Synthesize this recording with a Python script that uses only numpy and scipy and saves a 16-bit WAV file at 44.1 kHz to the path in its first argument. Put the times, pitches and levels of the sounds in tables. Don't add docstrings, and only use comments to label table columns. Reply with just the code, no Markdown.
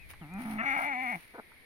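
import sys
import numpy as np
from scipy import signal
from scipy.fft import rfft, irfft, next_fast_len
from scipy.io import wavfile
from scipy.ndimage import map_coordinates

SR = 44100
rng = np.random.default_rng(int(sys.argv[2]) if len(sys.argv) > 2 else 0)


def output_pcm(signal):
    pcm = np.clip(np.atleast_2d(signal).T, -1, 1) * 32767
    wavfile.write(sys.argv[1], SR, np.round(pcm).astype(np.int16))


N = 72765
T = np.arange(N) / SR
SIZE = next_fast_len(N + SR // 2)
HZ = np.fft.rfftfreq(SIZE, 1 / SR)


def amp(db):
    return 10 ** (np.asarray(db) / 20)

def unit(x):
    return x / np.sqrt(np.mean(x ** 2) + 1e-20)

def spectrum(rows):
    f, value = np.transpose(rows)
    return np.interp(np.log(HZ + 1), np.log(f + 1), value)

def curve(rows):
    return np.interp(T, *np.transpose(rows))

def wobble(per_s):
    return map_coordinates(rng.standard_normal(N), [T * per_s], order=1)

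def filtered(x, response):
    return irfft(rfft(x, SIZE) * response, SIZE)[..., :N]

def sides(db):
    return amp(np.array([db, -db]) / 2).reshape(2, -1)


# f/Hz, relative level/dB
HUSH_SPECTRUM = [(300, -2), (1400, -10.5), (1800, 0.5), (2250, 6), (2700, -9), (4200, -10.5), (8200, -38),
                 (8900, -17), (12000, -14), (15500, -28)]
WIND_SPECTRUM = [(35, 2), (80, 2), (800, -41.5)]
# f/Hz, correlation
HUSH_COHERENCE = [(100, 0.92), (1500, 0), (4000, 0)]
# f/Hz, left minus right level/dB
NOISE_BALANCE = [(1000, 2), (5000, 0), (9000, -17), (11500, -3), (14000, -0.5)]
# t/s, relative level/dB
WIND_LEVEL = [(0.0, -60.5), (0.776, -62.5), (0.79, -72), (1.65, -74.5)]

def air():
    angle = np.arccos(np.clip(spectrum(HUSH_COHERENCE), -1, 1)) / 2
    shares = np.array([np.cos(angle), np.sin(angle)])
    mid, side = filtered(rng.standard_normal((2, N)), amp(spectrum(HUSH_SPECTRUM)) * shares)
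    hush = unit(filtered(np.array([mid + side, mid - side]), sides(spectrum(NOISE_BALANCE))))
    wind = unit(filtered(rng.standard_normal((2, N)), amp(spectrum(WIND_SPECTRUM))))
    return amp(-58) * hush + amp(curve(WIND_LEVEL) + 5.5) * wind * sides(db=4)


# onset t/s, duration/s, first f/Hz, middle f/Hz, last f/Hz, level/dB
WHISTLE_NOTES = [(0.2, 0.055, 3700, 2870, 2620, -63), (-.03, 0.104, 2500, 2520, 2190, -55),
                 (0.29, 0.1184, 2270, 2448, 2240, -53)]

def birds():
    out = np.zeros(N)
    for start, length, first, middle, last, db in WHISTLE_NOTES:
        progress = np.clip((T - start) / length, 0, 1)
        hz = np.polyval(np.polyfit([0, .5, 1], [first, middle, last], 2), progress)
        phase = 2 * np.pi * np.cumsum(hz) / SR + .7 * wobble(per_s=260)
        arch = np.sqrt(np.abs(np.sin(np.pi * progress)))
        out += amp(db) * arch * np.sin(phase)
    return out * sides(db=6.5)


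# centre t/s, duration/s, level/dB
FOOT_STROKES = [(0.108, 0.024, -48), (0.416, 0.048, -51.5), (0.509, 0.078, -50), (0.72, 0.1, -55),
                (.818, 0.074, -48), (1.126, 0.24, -55.5)]
# f/Hz, relative level/dB
FRICTION_SPECTRUM = [(150, -6), (700, -4), (2500, 5), (3300, -4), (6000, -12.5), (8300, -31.5),
                     (8900, -4.5), (11000, -5.5), (15500, -10.5)]

def scuffs():
    power = sum(amp(db) ** 2 * np.exp(-(2 * (T - centre) / length) ** 2)
                for centre, length, db in FOOT_STROKES)
    grit = amp(3 * wobble(per_s=400)) * rng.standard_normal((2, N))
    response = amp(spectrum(FRICTION_SPECTRUM)) * sides(spectrum(NOISE_BALANCE))
    return np.sqrt(power) * unit(filtered(grit, response))


# t/s, level/dB, centre f/Hz, width/octaves, 60 dB decay time/s
CLICKS_AND_SCRAPE = [(0.136, -48, 1130, 0.87, 0.059), (0.3383, -50.5, 9700, 1, 0.011),
                     (1.516, -58.5, 1210, 0.44, 0.11)]

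def ticks():
    out = np.zeros(N)
    for start, db, hz, octaves, t60 in CLICKS_AND_SCRAPE:
        band = np.exp(-.5 * (np.log2((HZ + 1) / hz) / octaves) ** 2)
        noise = unit(filtered(rng.standard_normal(N), band))
        out += amp(db - 60 * np.abs(T - start) / t60) * (T >= start) * noise
    return out


def vocal_folds(hz, roughness):
    cycles = np.cumsum(hz) / SR
    onsets = np.interp(np.arange(1, int(cycles[-1])), cycles, np.arange(N))
    hiss = rng.standard_normal(N)
    jitter, shimmer = rng.standard_normal((SR // 50, 2))[:len(onsets)].T
    hoarse = roughness[onsets.astype(int)]
    flutter_hz = 53 * (1 + .3 * wobble(per_s=53))
    flutter = 2 * np.pi * np.cumsum(flutter_hz)[onsets.astype(int)] / SR
    size_db = .55 * shimmer + hoarse * (2.2 * shimmer + 3.4 * np.cos(flutter))
    advance_s = hoarse * (.0004 * jitter + .00028 * np.sin(flutter))
    onsets = onsets - SR * advance_s
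    taps = np.floor(onsets)[:, None] + np.arange(-7, 9)
    offset = taps - onsets[:, None]
    pulses = amp(size_db)[:, None] * np.sinc(offset) * np.cos(np.pi * offset / 16) ** 2
    train = np.bincount(np.clip(taps, 0, N - 1).astype(int).ravel(), pulses.ravel(), N)
    puffs = hiss * (1 + np.cos(2 * np.pi * cycles))
    rasp, breath = (unit(filtered(puffs, HZ ** 2 / (HZ ** 2 + edge_hz ** 2))) for edge_hz in (500, 1300))
    return train + np.sqrt(hz / SR) * (.6 * roughness * rasp + .2 * breath)


def vocal_tract(source, formants, levels):
    cepstrum = irfft(np.log(amp(spectrum(formants))), SIZE)
    cepstrum[1:SIZE // 2] *= 2
    cepstrum[SIZE // 2 + 1:] = 0
    voice = filtered(source, np.exp(rfft(cepstrum)))
    window = signal.windows.hann(SR // 30)
    power = np.abs(signal.fftconvolve(voice ** 2, window / window.sum(), "same"))
    inside_s = np.minimum(T - levels[0][0], levels[-1][0] - T)
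    fade = np.clip(inside_s / .0073 + 1, 0, 1)
    return amp(curve(levels)) * fade * voice / np.sqrt(power + 1e-12)


# t/s, f/Hz
BLEAT_PITCH = [(0.21, 180), (0.246, 143), (0.28, 148.2), (0.32, 182), (0.38, 201.5), (0.4, 244.4),
               (0.43, 257.3), (0.462, 220.4), (0.582, 211.9), (0.612, 227.1), (0.65, 285.1), (0.668, 270),
               (0.68, 281.9), (0.72, 261.1), (0.756, 296.4), (0.798, 267.6), (0.82, 275.2), (0.846, 264.2),
               (0.873, 296.9), (0.928, 265.4), (0.95, 244.4), (0.982, 256.1), (1.0, 253.5), (1.03, 266.5),
               (1.07, 238), (1.11, 247.5), (1.142, 184.9), (1.18, 159.4)]
# t/s, roughness (0 to 1)
BLEAT_ROUGHNESS = [(.38, .09), (.41, .7), (.56, .7), (.585, .1), (.617, .12), (.625, .9), (.645, .9),
                   (.658, .1), (.752, .09), (.765, .7), (.835, .75), (.862, .1), (1.11, .06), (1.14, .16)]
# f/Hz, relative gain/dB
NASAL_FORMANTS = [(60, -21.5), (140, -2.5), (210, 0.5), (290, -4), (470, -35), (570, -27), (780, -10.5),
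                  (1100, -24), (1300, -16), (1600, -28.5), (2300, -18), (2700, -72.5)]
BLARE_FORMANTS = [(430, -42.5), (660, 1), (900, -10.5), (1320, 7.5), (1560, -10), (1830, 3.5), (2200, -6),
                  (2470, 0), (2790, -9.5), (3100, -30), (4500, -49), (6000, -54)]
LOW_FORMANTS = [(200, -23.5), (450, -30.5), (580, -13.5), (730, 4), (820, 4.5), (930, -3.5), (1100, -6.5),
                (1800, -51)]
MIDDLE_FORMANTS = [(600, -46), (1080, -3), (1320, 9), (1480, -3.5), (1620, 5), (1800, -10.5), (2800, -50)]
RING_FORMANTS = [(900, -60), (1500, -9), (1780, 3), (1980, 9), (2220, 15), (2380, 8.5), (2520, -4.5),
                 (2900, -8.5), (3150, -31.5), (3540, -9.5), (3750, -44), (4200, -16.5), (5000, -56),
                 (6000, -22.5), (7500, -53.5)]
# t/s, relative level/dB
NASAL_LEVEL = [(0.206, -93), (0.214, -47), (0.26, -52), (0.282, -56), (0.355, -42.5), (0.395, -41),
               (0.439, -47), (0.458, -40), (0.565, -40), (0.617, -41.5), (0.627, -52.5), (0.663, -48),
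               (0.79, -49), (0.802, -77), (0.816, -51.5), (1.12, -48.5), (1.165, -46.5), (1.2, -75)]
BLARE_LEVEL = [(0.578, -76), (0.587, -35.5), (0.599, -34), (0.616, -31), (0.623, -60)]
LOW_LEVEL = [(0.58, -87), (0.6, -52.5), (0.64, -43), (0.79, -38.5), (0.805, -41), (0.829, -40), (0.95, -40),
             (1.119, -43), (1.161, -47.5), (1.184, -62.5)]
MIDDLE_LEVEL = [(0.62, -49), (0.719, -46), (0.846, -48), (0.87, -55), (0.941, -52.5), (0.985, -69),
                (1.056, -51.5), (1.148, -58), (1.175, -88)]
RING_LEVEL = [(0.574, -48.5), (0.616, -45), (0.626, -42.5), (0.652, -43), (0.658, -33.5), (0.698, -34.5),
              (0.792, -35.5), (0.805, -46), (0.816, -38.5), (0.89, -36.5), (0.981, -40), (1.075, -38.5),
              (1.133, -38), (1.156, -40.5), (1.175, -84)]

def bleat():
    quiver = 1 + .0055 * wobble(per_s=110)
    source = vocal_folds(curve(BLEAT_PITCH) * quiver, curve(BLEAT_ROUGHNESS))

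    def trembling(formants, levels, gain_db):
        return amp(gain_db + 1.1 * wobble(per_s=70)) * vocal_tract(source, formants, levels)

    hum = amp(3.5) * vocal_tract(source, NASAL_FORMANTS, NASAL_LEVEL)
    blare = vocal_tract(source, BLARE_FORMANTS, BLARE_LEVEL)
    low = trembling(LOW_FORMANTS, LOW_LEVEL, gain_db=4)
    middle = trembling(MIDDLE_FORMANTS, MIDDLE_LEVEL, gain_db=10.5)
    ring = trembling(RING_FORMANTS, RING_LEVEL, gain_db=2)
    return low - middle + ring - blare - hum


# t/s, lag/s
TURNING_LAG = [(.3, 0.00025), (.75, 0.00041), (1.1, 0.00045)]
# f/Hz, left lead/rad
PHASE_DIFFERENCE = [(30, 0.064), (240, 0.32), (800, 0.79), (1350, 0.93), (2000, 0.49)]
# f/Hz, left minus right level/dB
LEVEL_DIFFERENCE = [(400, 0), (800, 1.5), (1300, 1.5), (1600, 9), (2100, 10), (2500, 2), (3000, 11),
                    (5500, 0)]

def microphone_ports(x, lag_s):
    pair = np.array([map_coordinates(x, [(T + side * lag_s / 2) * SR]) for side in (-1, 1)])
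    phase_shift = np.exp(.5j * np.outer([1, -1], spectrum(PHASE_DIFFERENCE)))
    return filtered(pair, sides(spectrum(LEVEL_DIFFERENCE)) * phase_shift)


def scrub_echo(x, db, t60_s):
    t = T[:SR // 2]
    rise = 1 - np.exp(-t / .0017)
    tail = rng.standard_normal((2, len(t))) * amp(-60 * t / t60_s) * rise
    return amp(db) * signal.fftconvolve(x, tail / np.linalg.norm(tail[0]), axes=1)[:, :N]


# t/s, f/Hz
GRUNT_FUNDAMENTAL = [(1.343, 250), (1.356, 488.5), (1.366, 506.5), (1.39, 219)]
# f/Hz, relative gain/dB
GRUNT_FORMANTS = [(80, -25), (200, 13.5), (520, 12.5), (900, 12), (1100, 4), (1420, 11.5), (1900, -3),
                  (2600, -38)]
# t/s, level/dB
GRUNT_ENVELOPE = [(1.343, -49), (1.358, -46), (1.375, -55), (1.388, -41.5), (1.398, -40), (1.408, -59)]

def grunt():
    source = vocal_folds(curve(GRUNT_FUNDAMENTAL), roughness=np.full(N, .25))
    return vocal_tract(source, GRUNT_FORMANTS, GRUNT_ENVELOPE)


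def scene():
    sheep = microphone_ports(bleat(), curve(TURNING_LAG)) + microphone_ports(grunt(), lag_s=.00029)
    return sheep + scrub_echo(sheep, db=-18, t60_s=.16) + scuffs() + ticks() + birds() + air()


def record(dry):
    return filtered(dry, HZ < 15850)


dry = scene()
out = record(dry)
output_pcm(out)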